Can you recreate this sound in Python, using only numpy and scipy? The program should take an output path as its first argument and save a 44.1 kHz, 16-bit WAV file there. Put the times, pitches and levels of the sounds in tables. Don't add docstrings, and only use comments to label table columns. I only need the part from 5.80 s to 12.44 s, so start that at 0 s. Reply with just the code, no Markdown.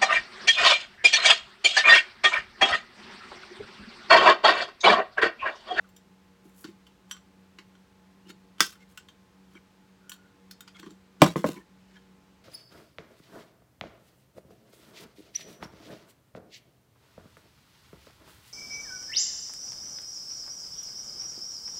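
import sys
import numpy as np
from scipy import signal
from scipy.fft import rfft, irfft
from scipy.io import wavfile
from scipy.ndimage import uniform_filter1d

SR = 44100
rng = np.random.default_rng(int(sys.argv[2]) if len(sys.argv) > 2 else 0)


def amplitude_ratio(level_db):
    exponent = np.asarray(level_db, float) / 20
    return 10 ** exponent


def to_wav(s):
    ch = np.atleast_2d(s).T
    pcm = np.round(np.clip(ch, -1, 1) * 32767)
    wavfile.write(sys.argv[1], SR, pcm.astype(np.int16))


N = 292790


def evened(x):
    return x / np.sqrt(np.mean(x ** 2) + 1e-20)


def read(points, hz):
    f, value = np.transpose(points)
    return np.interp(np.log(hz + 1), np.log(f + 1), value)


def add(mix, start_s, sound):
    part = mix[round(start_s * SR):][:len(sound)]
    part += sound[:len(part)]


def ring(modes, more_db=0, free=1, rise_s=0.00059, phase=0, seconds=.25):
    hz, db, t60 = np.transpose(modes)[:, :, None]
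    t = np.arange(round(seconds * SR)) / SR
    swell = 1 - np.exp(-(t / rise_s) ** 2)
    decay = amplitude_ratio(db + more_db - 60 * t / np.maximum(free * t60, .003))
    x = (decay * swell * np.sin(2 * np.pi * hz * t + phase)).sum(0)
    return x / abs(x).max()


# (frequency [Hz], relative level [dB])
DENSE = [(300, -30), (700, -22), (1200, 2.5), (3500, 2), (7500, -4.5), (10000, -8.5), (11500, -5),
         (14000, -13), (16500, -8.5)]


def coloured(x, more_db=lambda hz: 0):
    hz = np.fft.rfftfreq(len(x), 1 / SR) + 1
    return irfft(rfft(x) * amplitude_ratio(read(DENSE, hz) + more_db(hz)), len(x))


# (frequency [Hz], relative level [dB], t60 before any further damping [s])
STEEL = [(840, -18, 0.012), (1064, -4, 0.021), (1280, 1, 0.018), (1473, -1, 0.031), (1790, -10, 0.036),
         (2130, -7, 0.03), (2800, -2, 0.017), (3140, 0.5, 0.023), (3580, -4, 0.027), (3870, -4.5, 0.013),
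         (4426, -9.5, 0.047), (4510, -9, 0.011), (5230, -1.5, 0.0052), (5500, -7.5, 0.022),
         (6580, -7, 0.017), (7260, -11, 0.035), (8020, -11, 0.0074), (11400, -19.5, 0.025),
         (13700, -15, 0.015), (14400, -17.5, 0.038)]
# (frequency [Hz], relative level [dB], t60 when free [s])
RIM = [(1650, -16.5, 0.07), (3155, 3.5, 0.036), (5840, -4, 0.064), (7530, -6.5, 0.062), (7825, -8, 0.028),
       (8900, -12, 0.03), (11270, -9.5, 0.05)]


def click(peak_db, best_hz, tilt_db, rim_db):
    grip_shift = .035
    chatter = 3

    def tilt(hz):
        blunt = 0.51 * min(tilt_db, 0)
        return tilt_db * np.log2(hz / 3000) + blunt * np.maximum(np.log2(hz / 6500), 0)

    def place_db(hz):
        return tilt(hz) + 8 * np.exp(-(np.log2(hz / best_hz) / 0.2) ** 2)

    rise_s = 0.00039 * amplitude_ratio(-.36 * peak_db)
    noise = rng.standard_normal(4096)
    chance = noise[:, None]
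    t = np.arange(len(noise)) / SR
    wall = np.vstack([STEEL, [best_hz, -6, .022]])
    wall[:-1, :1] *= 1 + grip_shift * chance[100:100 + len(STEEL)]
    grip_db = np.vstack([3.5 * chance[:len(STEEL)], 0])
    phase = np.pi * chance[-len(wall):]
    steel = ring(wall, place_db(wall[:, :1]) + grip_db, 0.6, rise_s, phase)

    burst = evened(coloured(noise, place_db)) * amplitude_ratio(-60 * t / 0.025)
    steel[:len(t)] += 0.66 * burst * np.minimum(t / rise_s, 1)
    bounces = (abs(noise) > 2.5) * .6 * np.exp(-t / (chatter * rise_s))
    steel = signal.fftconvolve(steel, np.r_[1, bounces])[:len(steel)]
    steel /= abs(steel).max()
    steel = signal.lfilter(*signal.butter(2, 500, "high", fs=SR), steel)

    pairs = np.vstack([RIM, np.multiply(RIM, [1.012, 1, .6]) - [0, 6., 0]])
    free = min(amplitude_ratio(.5 * (rim_db - 8.5)), 1)
    phase = np.pi * chance[-len(pairs):]
    steel += amplitude_ratio(rim_db) * ring(pairs, tilt(pairs[:, :1]), free, rise_s, phase)
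    return steel * amplitude_ratio(peak_db) / abs(steel).max()


# (time [s], peak [dB], best-excited part of the wall [Hz],
# tilt [dB per octave], free rim relative to the wall [dB])
CLICKS = [(0.041, -53.5, 1330, -12, -16), (0.088, -53, 1110, 6, -11), (0.163, -42.5, 1070, 6.5, -4),
          (0.842, -34.5, 4380, -3.5, -25), (0.884, -50, 2380, -2, -12), (1.066, -45, 3040, 0, -20),
          (1.311, -24, 3230, -1.5, 1.5), (1.3454, -46, 1150, -3, -4), (1.3646, -42.5, 3080, -2.5, -20),
          (1.319, -36, 5840, 4, 6), (1.7856, -36, 2800, -4.5, -18), (1.7994, -48.5, 2170, -3, -11),
          (1.951, -49, 1145, -5.5, -5.5), (2.501, -41, 3820, -1, -24), (2.782, -43.5, 3330, -1.5, -14),
          (2.796, -36, 3000, -1.5, -12), (2.805, -3, 5444, 0.8, -20), (2.9522, -49, 1660, -9, -23),
          (3.1741, -31, 2840, 1.5, -10), (3.2848, -42.5, 3000, -1.5, -22), (3.7508, -45.5, 1310, -9, -3.5),
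          (3.769, -49.5, 2195, -6, -9), (4.2944, -28, 1606, 4.5, -5.5), (4.3171, -30.5, 2980, 1.5, -9.5),
          (4.71, -32, 5200, 4, -30), (4.806, -33.5, 1350, 5, -15), (4.8766, -39, 4870, -2.5, -27),
          (4.995, -38.5, 3260, 2, -18), (5.0288, -39.5, 1870, -5.5, -8), (5.0624, -42.5, 1120, -4.5, -15),
          (5.1046, -45, 7360, 2.5, -8.5), (5.418, -3, 1050, -0.5, -12), (5.5583, -25.5, 1020, -9, -21),
          (5.6427, -32, 1090, -1, -10), (5.7596, -49, 2166, 2, -5), (6.1649, -45.5, 1740, -6, -19)]


def steel_clicks(mix):
    for start_s, *contact in CLICKS:
        add(mix, start_s, click(*contact))


# (time [s], peak [dB], modes as (frequency [Hz], relative level [dB], t60 [s]))
POP = (2.8048, -5.5, [(1330, 1.5, .014), (1554, -9.5, .07), (3490, -5, .03), (452, -22.5, .05)])


def air_pop(mix):
    start_s, peak_db, modes = POP
    add(mix, start_s, amplitude_ratio(peak_db) * ring(modes))


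# (frequency [Hz], relative level [dB], t60 [s])
HOLLOW = [(191, -3.5, 0.12), (279, -8.5, 0.0091), (332.1, 12, 0.034), (412, -1.5, 0.05)]
# (time [s], peak [dB])
THUMPS = [(0.6517, -45.5), (0.843, -35), (0.8839, -40), (1.7857, -49), (2.462, -49.5), (2.4944, -42.5),
          (2.804, -28.5), (3.751, -45.5), (4.994, -48), (5.0294, -41.5), (5.0631, -36.5), (5.1042, -45.5),
          (5.404, -34.5), (5.418, -8.5), (5.5579, -19.5), (5.76, -42), (5.774, -40)]


def air_thumps(mix):
    for start_s, peak_db in THUMPS:
        add(mix, start_s, amplitude_ratio(peak_db) * ring(HOLLOW, rise_s=0.0083, seconds=.2))


# (frequency [Hz], relative level [dB], t60 before further damping [s])
WOOD = [(63.5, -14.5, .1), (128, -8.5, 0.041), (172.2, 1.5, 0.061), (202, -4.5, 0.076), (295.4, 0, 0.055),
        (336, -1.5, 0.06), (380, 0.5, 0.022), (485, -1, 0.038), (610, -2, 0.033), (637, -3, 0.029),
        (754, -8, 0.028), (1010, -4, 0.029), (1054, -1, 0.037), (1205, -6.5, 0.033), (1350, -5.5, 0.022),
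        (1521, -11, 0.016), (1659, -9.5, 0.024), (1990, -8, 0.016), (2335, -10, 0.016)]


def blow(level_db, contact_ms):
    hz = np.array(WOOD)[:, :1]
    level_luck, phase_a, shift, phase_b = rng.standard_normal((4, len(WOOD), 1))
    soft_db = -10 * np.log10(1 + (hz * contact_ms / 1000) ** 4)
    late_s = 0.0026 * (500 / hz) ** 1.04
    clear = ring(WOOD, soft_db + 0.61 * level_luck, 0.82, late_s, np.pi * phase_a, .35)
    between = WOOD * np.hstack([1 + .1 * shift, hz ** 0, hz ** 0])
    further = ring(between, soft_db, .5, late_s, np.pi * phase_b, .35)
    return amplitude_ratio(level_db) * (clear + .5 * further)


# (time [s], peak of the clear modes [dB], contact time [ms])
BLOWS = [(5.418, 2.5, 0.14), (5.461, -18, 0.28), (5.558, -15.5, 0.62), (5.642, -13, 0.81),
         (5.688, -24, 2.3)]


def table_blows(mix):
    for start_s, *push in BLOWS:
        add(mix, start_s, blow(*push))


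def scrape(loudest_s, level_db, swell_s, fade_s, lean_db):
    swell_s, fade_s = max(swell_s, .003), max(fade_s, .01)
    t = np.arange(-swell_s, 2 * fade_s, 1 / SR)
    noise, size = rng.standard_normal((2, SR))[:, :len(t)]
    clumps = evened(uniform_filter1d(size, 200))
    grains = noise * amplitude_ratio(3.0 * size + 3.5 * clumps)
    wall = ring(STEEL, phase=2 * np.pi * rng.random((len(STEEL), 1)), seconds=.1)
    clear = evened(signal.fftconvolve(grains, wall)[:len(t)])
    rubbed = 0.65 * clear + evened(coloured(grains))
    dull = signal.lfilter(*signal.butter(4, 7900, "low", fs=SR), rubbed)
    bright = signal.lfilter(*signal.butter(4, 7900, "high", fs=SR), rubbed)
    x = evened(dull / amplitude_ratio(lean_db) + bright * amplitude_ratio(lean_db))
    stroke_db = level_db - 20 * np.maximum(-t / swell_s, t / fade_s)
    return loudest_s + t[0], amplitude_ratio(stroke_db) * x * signal.windows.tukey(len(t), .1)


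# (loudest time [s], level [dB], swell, at least 0.003 [s], fade, at least 0.01 [s],
# treble lift and equal cut below it, before levelling [dB])
SCRAPES = [(0.654, -68, 0.037, 0.27, 6), (.815, -53.5, 0.08, 0.074, 12), (0.848, -48.5, 0.01, 0.058, -20),
           (2.504, -47.5, 0.036, 0.015, -2), (1.311, -59.5, 0.034, 0.065, 1),
           (4.717, -68.5, .008, 0.099, -13), (4.883, -55, 0.015, 0.031, -13),
           (2.816, -31, 0.0046, 0.084, 1.5), (3.026, -63.5, 0.055, 0.034, -3),
           (3.101, -65.5, 0.025, 0.14, 5), (3.19, -58, 0.0071, 0.042, -15.5), (3.734, -68, 0.088, 0.047, 1),
           (3.755, -67.5, 0.022, 0.053, -5.5), (4.333, -54, 0.01, 0.036, 7),
           (4.968, -57, 0.029, 0.0085, -23), (4.997, -50, 0.017, 0.014, -7), (5.059, -62, 0.2, 0.13, -4),
           (5.416, -48, 0.021, 0.026, -19), (5.432, -28, 0.0069, 0.072, -1),
           (5.567, -42, .012, 0.091, -0.5), (5.675, -39, .04, 0.077, 1), (5.77, -57, 0.025, 0.054, 0),
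           (6.155, -66, .25, 0.12, -20)]


def wall_scrapes(mix):
    for row in SCRAPES:
        add(mix, *scrape(*row))


def sing(length_s, level_db, hz):
    t = np.arange(0, length_s, 1 / SR)
    pole = np.exp(-np.pi * 70 / SR)
    drift = signal.lfilter([1], [1, -pole], rng.standard_normal((2, SR // 2)))[:, -len(t):]
    steady = np.sin(2 * np.pi * hz * t)
    wavering = evened(drift[0] * steady + drift[1] * np.cos(2 * np.pi * hz * t))
    return amplitude_ratio(level_db) * evened(wavering + steady) * signal.windows.tukey(len(t), .6)


# (start time [s], length [s], level before the soft ends [dB rms], frequency [Hz])
SINGING = [(2.452, .03, -65, 2900), (2.482, 0.018, -62, 5200), (2.49, .05, -68, 6900),
           (.843, 0.023, -54, 1143), (2.997, .05, -63, 2140), (3.755, 0.029, -55.5, 2285),
           (4.15, .42, -67, 1440), (4.941, 0.042, -57, 3320), (4.938, 0.048, -61, 2170),
           (4.939, 0.042, -60.5, 1394), (4.811, 0.039, -63.5, 1444), (5.427, 0.091, -48, 3870),
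           (5.436, .09, -52, 2260), (5.68, .16, -58.5, 1005), (5.75, 0.089, -61.5, 1790),
           (5.757, 0.032, -54.5, 2220), (6.151, .04, -61, 1703)]


def wall_singing(mix):
    for start_s, *note in SINGING:
        add(mix, start_s, sing(*note))


# (frequency [Hz], t60 [s])
ROOM = [(150, 0.2), (600, 0.16), (2000, 0.13), (5000, 0.2), (8000, 0.19), (11000, 0.045), (15000, 0.078)]
# (delay [s], level [dB])
ECHOES = [(.0035, -13), (.0075, -14), (.013, -17.5), (.021, -20.5)]


def room(x):
    taps, near = np.zeros((2, SR // 2)), np.zeros(SR // 20)
    at = np.arange(200, SR // 2 - 20, 20)
    at = at + rng.integers(0, 20, (2, len(at)))
    np.put_along_axis(taps, at, rng.choice([-1., 1.], at.shape), 1)
    hz, t, z = signal.stft(taps, SR, nperseg=256)
    decay = amplitude_ratio(-60 * t / read(ROOM, hz)[:, None])
    tails = signal.istft(z * decay, SR, nperseg=256)[1]
    tails *= amplitude_ratio(-10.5) / np.linalg.norm(tails[0])
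    for delay_s, db in ECHOES:
        near[round(delay_s * SR)] = amplitude_ratio(db)
    turn = 2 * np.pi * 7 * np.arange(N) / SR
    wet = signal.oaconvolve(x * [np.cos(turn), np.sin(turn)], tails, axes=1).sum(0)
    return x + signal.oaconvolve(x, near)[:N] + wet[:N]


# (frequency [Hz], level [dB rms])
HUM = [(91.5, -79.5), (188.4, -60.5), (285.3, -74.5), (376.8, -76.5), (473.7, -75), (855.9, -76),
       (1055, -80.5)]


def machine_hum():
    hz, t = np.fft.rfftfreq(N, 1 / SR), np.arange(N) / SR
    a, b = rng.standard_normal((2, len(hz)))
    out = np.zeros(N)
    for f, db in HUM:
        line = 1 / (1 + ((hz - f) / 8) ** 2)
        waver = evened(irfft((a + 1j * b) * line, N))
        out += amplitude_ratio(db) * evened(waver + 2.5 * np.sin(2 * np.pi * f * t))
    return out


# (frequency [Hz], relative level [dB per Hz])
AIR = [(20, -30.5), (45, -14), (65, -7.5), (135, -12.5), (189, -9.5), (236, -14), (464, -17.5), (706, -21),
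       (900, -20.5), (1550, -22.5), (4000, -29), (8000, -36), (10500, -41.5), (12000, -40.5),
       (16400, -44.5)]


def still_air():
    hz = np.fft.rfftfreq(N, 1 / SR)
    a, b = rng.standard_normal((2, len(hz)))
    return amplitude_ratio(-63) * evened(irfft((a + 1j * b) * amplitude_ratio(read(AIR, hz)), N))


def scene():
    hits, rubs = np.zeros((2, N))
    steel_clicks(hits)
    air_pop(hits)
    air_thumps(hits)
    table_blows(hits)
    wall_scrapes(rubs)
    wall_singing(rubs)
    return (room(hits) + rubs + still_air() + machine_hum())[None]


def band_limit(x):
    return signal.sosfilt(signal.butter(12, 16520, fs=SR, output="sos"), x)


def record(dry):
    clipped = np.clip(dry, -.93, .93)
    mix = signal.lfilter(*signal.butter(2, 45, "high", fs=SR), clipped)
    return band_limit(mix)


dry = scene()
out = record(dry)
to_wav(out)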